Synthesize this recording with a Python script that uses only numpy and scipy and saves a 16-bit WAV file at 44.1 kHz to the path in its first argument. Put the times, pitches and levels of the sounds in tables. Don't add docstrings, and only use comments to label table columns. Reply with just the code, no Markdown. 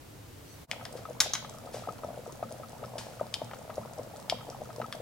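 import sys
import numpy as np
from scipy import signal
from scipy.fft import rfft, irfft, next_fast_len
from scipy.io import wavfile
from scipy.ndimage import uniform_filter1d

SR = 44100
rng = np.random.default_rng(int(sys.argv[2]) if len(sys.argv) > 2 else 0)


def digitize_waveform(pressure):
    field = np.atleast_2d(pressure).T
    bounded = np.clip(field, -1, 1)
    quanta = np.round(bounded * 32767).astype(np.int16)
    wavfile.write(sys.argv[1], SR, quanta)


N = 221249
TIME = np.arange(N) / SR
CUT_S, TOP_HZ = .67, 16000
POT_HZ = 1279

# frequency in Hz, relative density in dB per Hz.
EARLY_BURNER_SPECTRUM = [(13, -28), (22, -22), (97, -5), (143, -9.5), (204, -18.5), (248, -16),
                         (284, -11.5), (326, -15), (374, -15.5), (535, -18.5), (1360, -26.5), (2120, -29),
                         (4100, -31.5), (13000, -36), (15800, -37)]
# frequency in Hz, relative density in dB per Hz.
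BOIL_BURNER_SPECTRUM = [(13, -38), (22, -7), (44, -12), (121, 4), (173, -4.5), (235, -1.5), (374, -14),
                        (493, -4), (649, -3.5), (787, -15), (1260, -14.5), (1520, -17.5), (2950, -22.5),
                        (7940, -26), (15800, -29)]
# frequency in Hz, left-right likeness from 0 to 1.
COHERENCE = [(30, 0.86), (120, 0.93), (400, 0.22), (1200, 0.16), (4000, 0.27), (14000, 0.32)]
# frequency in Hz, 60 dB decay time in s.
ROOM_DECAY = [(150, 0.21), (700, 0.11), (3000, 0.6), (7000, 0.27), (14000, 0.2)]
# frequency in Hz, left-right difference in dB.
TREBLE_BALANCE = [(4000, 0), (8000, -2.5), (12000, -4)]
# time in s, gain in dB.
CUT_FADE = [(.635, 0), (.65, -6.5), (.668, -33), (.686, -11), (.697, -2.5), (.71, 2)]
# frequency in Hz, relative level in dB.
WALL_TONES = [(4450, -7), (6000, -5), (8000, -10)]
# start in s, level in dB, low-pass edge in Hz.
CONTACTS = [(1.2033, -5.5, 14000), (1.2043, -11, 14200), (1.335, -16, 13000), (1.352, -14, 4120)]
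# frequency in Hz, width in Hz, relative level in dB.
UTENSIL_MODES = [(1174, 28, 3), (1500, 110, 0), (2160, 61, 1.5), (3240, 150, 5.5), (3890, 310, 5.5),
                 (3900, 200, -3), (4960, 170, 3), (5580, 260, 7), (6200, 140, -1), (6280, 130, 11),
                 (6670, 150, 11.5), (9980, 550, -3)]
# frequency in Hz, relative density in dB per Hz.
CLACK_SPECTRUM = [(300, -26.5), (1200, -11.5), (3200, -18), (6500, -23), (8000, -17.5), (12000, -20),
                  (16000, -17)]
# start in s, rms level in dB, rise in s, 60 dB decay time in s.
SPLASHES = [(0.959, -50, 0.015, 0.11), (1.721, -48, 0.025, 0.41), (2.981, -41.5, 0.00048, 0.21),
            (3.031, -59, .03, 0.9)]
# frequency in Hz, relative density in dB per Hz.
HISS_SPECTRUM = [(400, -3), (1200, -3), (3000, -6.5), (5500, -3.5), (9000, -9), (16000, -18)]
# start in s, level in dB, pitch in Hz.
CLEAR_TICKS = [(0.9264, -38, 8200), (1.0989, -43, 7100), (1.4962, -34.5, 7600), (1.5858, -41, 7610),
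               (1.9235, -40, 6000), (2.3235, -37.5, 6200), (2.5236, -34, 9400), (2.8589, -43, 5400),
               (3.4453, -40, 8400), (3.7562, -39.5, 6920), (3.935, -38.5, 5000), (4.033, -40, 5340),
               (4.1692, -40, 5000), (4.2, -39.5, 8160), (4.5009, -34, 5170), (4.7621, -37.5, 5430),
               (4.9524, -35.5, 5960)]
# mean frequency in Hz, relative level in dB, 60 dB decay time in s.
AIR_MODES = [(121.5, 1, 0.36), (185.3, 6.5, 0.11), (228.6, 4.5, 0.26)]
# start in s, level in dB, relative spatter level in dB.
DOMES = [(.733, -41.5, 0), (0.809, -40.5, -3.5), (1.053, -33, -11), (1.447, -40, 0.5), (1.673, -41.5, -15),
         (1.837, -41, -4), (1.8876, -27.5, -14.5), (2.0348, -33, -15), (2.427, -44, -1),
         (2.435, -34.5, -18), (2.633, -35, -13.5), (2.838, -33, -8.5), (3.196, -36.5, -8),
         (3.512, -44.5, 5), (3.534, -50.5, 12), (3.7, -41.5, 1), (4.408, -40, -11), (4.527, -41.5, -22),
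         (4.702, -39, -9), (4.8162, -37.5, 4), (4.842, -30.5, -15)]
# frequency in Hz, relative density in dB per Hz.
SPATTER_SPECTRUM = [(200, -37), (500, 4.5), (1200, 2), (2200, -8.5), (4000, -15.5), (8000, -35),
                    (16000, -40)]
# start in s, level in dB,
# lower resonance in Hz, its nominal height in dB, # height of the upper resonance in dB, delay of the wall echo
# in s.
SHARP_BURSTS = [(0.7136, -14, 2480, 16.5, 2.5, 0.00093), (0.8524, -21.5, 1640, 13, 0, 0.0025),
                (2.983, -26, 4270, 10, 4, 0.0026), (3.3408, -12, 3220, 11.5, 0.5, 0.001603),
                (4.298, -10.5, 2940, 15.5, 9, 0.0022), (4.9257, -18, 1520, 13, -1, 0.0009)]
# frequency in Hz, relative density in dB per Hz.
BURST_SPECTRUM = [(300, -36), (1400, -31), (2200, -15), (3300, 5), (4200, -3.5), (5100, -1), (6300, -10),
                  (11500, -11), (16000, -36)]
# start in s, level in dB, nominal pitch in Hz.
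BIG_BUBBLES = [(0.953, -30, 510), (1.093, -37, 650), (1.107, -31, 585), (1.261, -30, 660),
               (1.744, -29.5, 510), (1.769, -33, 670), (1.874, -25.5, 730), (1.885, -28, 523),
               (2.034, -31.5, 620), (2.046, -26.5, 610), (2.088, -32, 651), (2.104, -31.5, 622),
               (2.175, -31.5, 580), (2.264, -32.5, 646), (2.427, -22.5, 670), (2.511, -36.5, 630),
               (2.599, -32.5, 623), (2.83, -29.5, 664), (2.955, -31, 651), (2.969, -30, 676),
               (3.066, -34.5, 570), (3.211, -19.5, 600), (3.417, -22, 616), (3.696, -30.5, 634),
               (3.78, -22, 595), (3.856, -35, 550), (3.98, -33.5, 610), (3.994, -28, 514),
               (4.324, -17.5, 684), (4.489, -30.5, 510), (4.604, -38, 500), (4.617, -29, 596),
               (4.783, -31.5, 503), (4.8, -23.5, 620), (4.949, -32.5, 655), (5.0, -33, 495)]

SWELL_CYCLES, GLIDE_PER_S = 0.99, 6
PLOP_DB = -2.5
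TRAIN_LAG_S, TRAIN_SPREAD_S, TRAIN_DB = 0.006036, 0.012, -43
HEAVE_DB, HEAVE_GROWTH, HEAVE_MAX_DB = -49, 0.74, -43
HEAVE_UPPER_DB, HEAVE_LAG_S = -5, 0.00462
SIMMER_DB = -54.5


def amp(db):
    return 10 ** (np.asarray(db) / 20)


def unit(x):
    return x / np.sqrt(np.mean(x ** 2) + 1e-20)


def fade(t, t60):
    return np.exp(-np.log(1000) * t / t60)


def along(points, hz):
    f, v = np.transpose(points)
    return np.interp(np.log(hz + 1), np.log(f + 1), v)


def add(track, s, x):
    start = max(round(s * SR), 0)
    part = track[..., start:][..., :x.shape[-1]]
    part += x[..., :part.shape[-1]]


def filtered(x, response):
    n = x.shape[-1]
    m = next_fast_len(n + 8192)
    return irfft(rfft(x, m) * response(np.fft.rfftfreq(m, 1 / SR)), m)[..., :n]


def colour(spectrum, peaks, hz):
    power = amp(along(spectrum, hz)) ** 2
    for f, width, db in peaks:
        power = power + amp(db) ** 2 / (1 + (2 * (hz - f) / width) ** 2)
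    return np.sqrt(power)


def noise(spectrum, shape, peaks=()):
    return unit(filtered(rng.standard_normal(shape), lambda hz: colour(spectrum, peaks, hz)))


def impulse(spectrum, peaks, size=4096):
    cepstrum = irfft(np.log(colour(spectrum, peaks, np.fft.rfftfreq(size, 1 / SR))))
    click = irfft(np.exp(rfft(2 * cepstrum[:size // 2], size)))
    return click / np.abs(click).max()


def place(x, left_db, lead_us):
    side = np.array([[.5], [-.5]])

    def response(hz):
        gain = amp(side * (left_db + along(TREBLE_BALANCE, hz)))
        return gain * np.exp(2j * np.pi * hz * side * lead_us / 10 ** 6)
    return filtered(x, response)


def kitchen(x, wet_db):
    hz, t, z = signal.stft(rng.standard_normal((2, SR // 2)), SR, nperseg=256)
    decay = fade(t, along(ROOM_DECAY, hz)[:, None])
    tail = signal.istft(z * decay, SR, nperseg=256)[1]
    tail *= 1 - np.exp(-(np.arange(tail.shape[1]) / SR / 0.0013) ** 2)
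    tail /= np.linalg.norm(tail[0])
    return amp(wet_db) * signal.fftconvolve(x[None], tail, axes=1)[:, :N]


def rush(spectrum):
    def mid_side(hz):
        angle = np.arccos(np.clip(along(COHERENCE, hz), -1, 1)) / 2
        return np.array([np.cos(angle), np.sin(angle)])
    mid, side = filtered(noise(spectrum, (2, N)), mid_side)
    return np.array([mid + side, mid - side])


def burner(early_db=-50, late_db=-50, swell_db=2):
    early_gain = amp(early_db + swell_db * np.minimum(TIME / CUT_S, 1) ** 2)
    early = early_gain * rush(EARLY_BURNER_SPECTRUM)
    return np.where(TIME < CUT_S, early, amp(late_db) * rush(BOIL_BURNER_SPECTRUM))


def stir():
    def wall(f):
        return sum(amp(db) / (1 + ((f - hz) / 130) ** 2) for hz, db in WALL_TONES)
    stroke = amp(-56) * np.exp(-np.abs(TIME - .515) / .04)
    return stroke * unit(filtered(rng.standard_normal((2, N)), wall))


def utensil(click_db=-5, ring_db=-10, ring_t60=0.041, scatter_db=-21, scatter_t60=0.12):
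    pair, click = np.zeros((2, N)), impulse(CLACK_SPECTRUM, UTENSIL_MODES)
    t = np.arange(len(click)) / SR
    for s, db, edge_hz in CONTACTS:
        ring = amp(ring_db) * noise(CLACK_SPECTRUM, len(t), UTENSIL_MODES) * fade(t, ring_t60)
        scatter = amp(scatter_db) * noise(CLACK_SPECTRUM, len(t)) * fade(t, scatter_t60)
        b, a = signal.butter(2, min(edge_hz, TOP_HZ), fs=SR)
        blow = amp(db) * signal.lfilter(b, a, amp(click_db) * click + ring + scatter)
        add(pair, s, place(blow, left_db=4.5, lead_us=27))
        add(pair, s, kitchen(blow, wet_db=-8))
    return pair


def sizzles(grain_db=0.5):
    hiss, t = np.zeros(N), np.arange(SR // 2) / SR
    for s, db, rise, t60 in SPLASHES:
        flicker = unit(uniform_filter1d(rng.standard_normal(len(t)), size=60))
        grains = amp(grain_db * flicker)
        swell = np.minimum(t / rise, 1) * fade(np.maximum(t - rise, 0), t60)
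        add(hiss, s, amp(db) * swell * unit(grains * noise(HISS_SPECTRUM, len(t))))
    return place(hiss, left_db=3.5, lead_us=29) + kitchen(hiss, wet_db=-5.5)


def tick(hz):
    t = np.arange(SR // 60) / SR
    spray = noise([(1500, -29), (5000, 3.5), (9000, 2.5), (16000, -15.5)], len(t))
    return fade(t, .007) * (.55 * np.sin(2 * np.pi * hz * t) + .65 * spray)


def fizz(count=140, tick_db=0.5, faint_db=-48.0, spread_db=2.5):
    ticks = np.zeros(N)
    for s, db, hz in CLEAR_TICKS:
        add(ticks, s, amp(db + tick_db) * tick(hz))
    for when, pitch, size in np.c_[rng.random(count), rng.standard_normal((count, 2))]:
        hz = min(5000 * np.exp(.4 * pitch), TOP_HZ)
        s = CUT_S + when * (N / SR - CUT_S)
        add(ticks, s, amp(faint_db + spread_db * size) * tick(hz))
    return place(ticks, left_db=3.0, lead_us=32.0) + kitchen(ticks, wet_db=-6.0)


def bubble(hz, swell):
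    t = np.arange(SR // 25) / SR
    envelope = t / swell * np.exp(1 - t / swell)
    return envelope * np.sin(2 * np.pi * hz * (t + GLIDE_PER_S * t * t / 2))


def simmer(count=800, spread_db=8):
    voice = np.zeros(N)
    draws = np.c_[rng.random((count, 3)), rng.standard_normal((count, 2))]
    for when, kind, size, pitch, life in draws:
        hz = POT_HZ * np.exp(.05 * pitch) if kind < .15 else 670 * np.exp(.22 * pitch)
        weight = min(650 / hz, 1) ** 1.1 * amp(spread_db * (2 * size - 1))
        swell = .0012 * np.exp(.3 * life)
        add(voice, CUT_S + when * (N / SR - CUT_S), weight * bubble(hz, swell))
    voice = unit(voice) * amp(SIMMER_DB)
    return place(voice, left_db=3.5, lead_us=18) + kitchen(voice, wet_db=-5.5)


def heaves(rise=0.0053):
    boom, t = np.zeros(N), np.arange(SR // 3) / SR
    average_db = np.mean([db for s, db, hz in BIG_BUBBLES])
    for s, db, _ in BIG_BUBBLES:
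        modes = []
        for hz, level, t60 in AIR_MODES:
            mode_hz = hz * (1 + 0.016 * rng.normal())
            modes.append(amp(level) * fade(t, t60) * np.sin(2 * np.pi * mode_hz * t))
        low, *upper = modes
        puff_db = min(HEAVE_DB + HEAVE_GROWTH * (db - average_db), HEAVE_MAX_DB)
        puff = amp(puff_db) * (1 - np.exp(-t / rise))
        add(boom, s + HEAVE_LAG_S, puff * (low + amp(HEAVE_UPPER_DB) * sum(upper)))
    return place(boom, left_db=-0.3, lead_us=10) + kitchen(boom, wet_db=-10.5)


def pops(t60=0.044, attack=0.0015, sag=0.05, settle=0.002):
    voice, t = np.zeros(N), np.arange(SR // 16) / SR
    for s, db, spatter_db in DOMES:
        hz = POT_HZ * (1 + 0.0097 * rng.normal() - sag * np.exp(-t / settle))
        tone = np.sin(2 * np.pi * np.cumsum(hz) / SR)
        ring = tone * (1 - np.exp(-t / attack)) * fade(t, t60)
        spatter = amp(spatter_db) * noise(SPATTER_SPECTRUM, len(t)) * fade(t, 0.052)
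        add(voice, s, amp(db) * (1.01 * ring + 0.84 * spatter))
    return place(voice, left_db=4.0, lead_us=42) + kitchen(voice, wet_db=-24)


def snaps(wall_db=-1, click_db=-4, tear_db=-14, tear_t60=0.0046, spray_db=-23, spray_t60=0.077,
          width_hz=600, upper_hz=5100):
    cracks = np.zeros(N)
    for s, db, hz, height_db, upper_db, wall_s in SHARP_BURSTS:
        cavity = [(hz, width_hz, height_db - 6.5), (upper_hz, width_hz, upper_db)]
        click = amp(click_db) * impulse(BURST_SPECTRUM, cavity)
        t = np.arange(len(click)) / SR
        envelope = amp(tear_db) * fade(t, tear_t60) + amp(spray_db) * fade(t, spray_t60)
        spray = noise(BURST_SPECTRUM, len(t), cavity) * envelope
        add(cracks, s, amp(db) * (click + spray))
        add(cracks, s + wall_s, amp(db + wall_db) * click)
    return place(cracks, left_db=5.0, lead_us=31.0) + kitchen(cracks, wet_db=-11.5)


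def plops(slosh_db=-20, slosh_t60=0.066, slosh_rise=0.0015, start_pitch=0.98, count=2):
    voice, t = np.zeros(N), np.arange(SR // 12) / SR
    slosh_spectrum = [(150, -12), (400, -23.0), (900, 7.5), (1400, -17), (2200, -22), (6000, -49)]
    for s, db, hz in BIG_BUBBLES:
        slosh = noise(slosh_spectrum, len(t)) * (1 - np.exp(-t / slosh_rise)) * fade(t, slosh_t60)
        add(voice, s, amp(db + PLOP_DB) * bubble(start_pitch * hz, SWELL_CYCLES / hz))
        add(voice, s, amp(db + slosh_db) * slosh)
        for when, size, pitch in rng.standard_normal((count, 3)):
            small_hz = 590 * np.exp(.12 * pitch)
            small = amp(TRAIN_DB + 3.6 * size) * bubble(small_hz, SWELL_CYCLES / small_hz)
            add(voice, s + TRAIN_LAG_S + TRAIN_SPREAD_S * when, small)
    return place(voice, left_db=3.8, lead_us=12) + kitchen(voice, wet_db=-10)


def scene():
    background = burner() + stir() + utensil() + sizzles()
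    return background + fizz() + simmer() + heaves() + pops() + snaps() + plops()


def record(dry):
    gain = amp(np.interp(TIME, *np.transpose(CUT_FADE)))
    return filtered(dry * gain, lambda hz: hz < TOP_HZ)


dry = scene()
out = record(dry)
digitize_waveform(out)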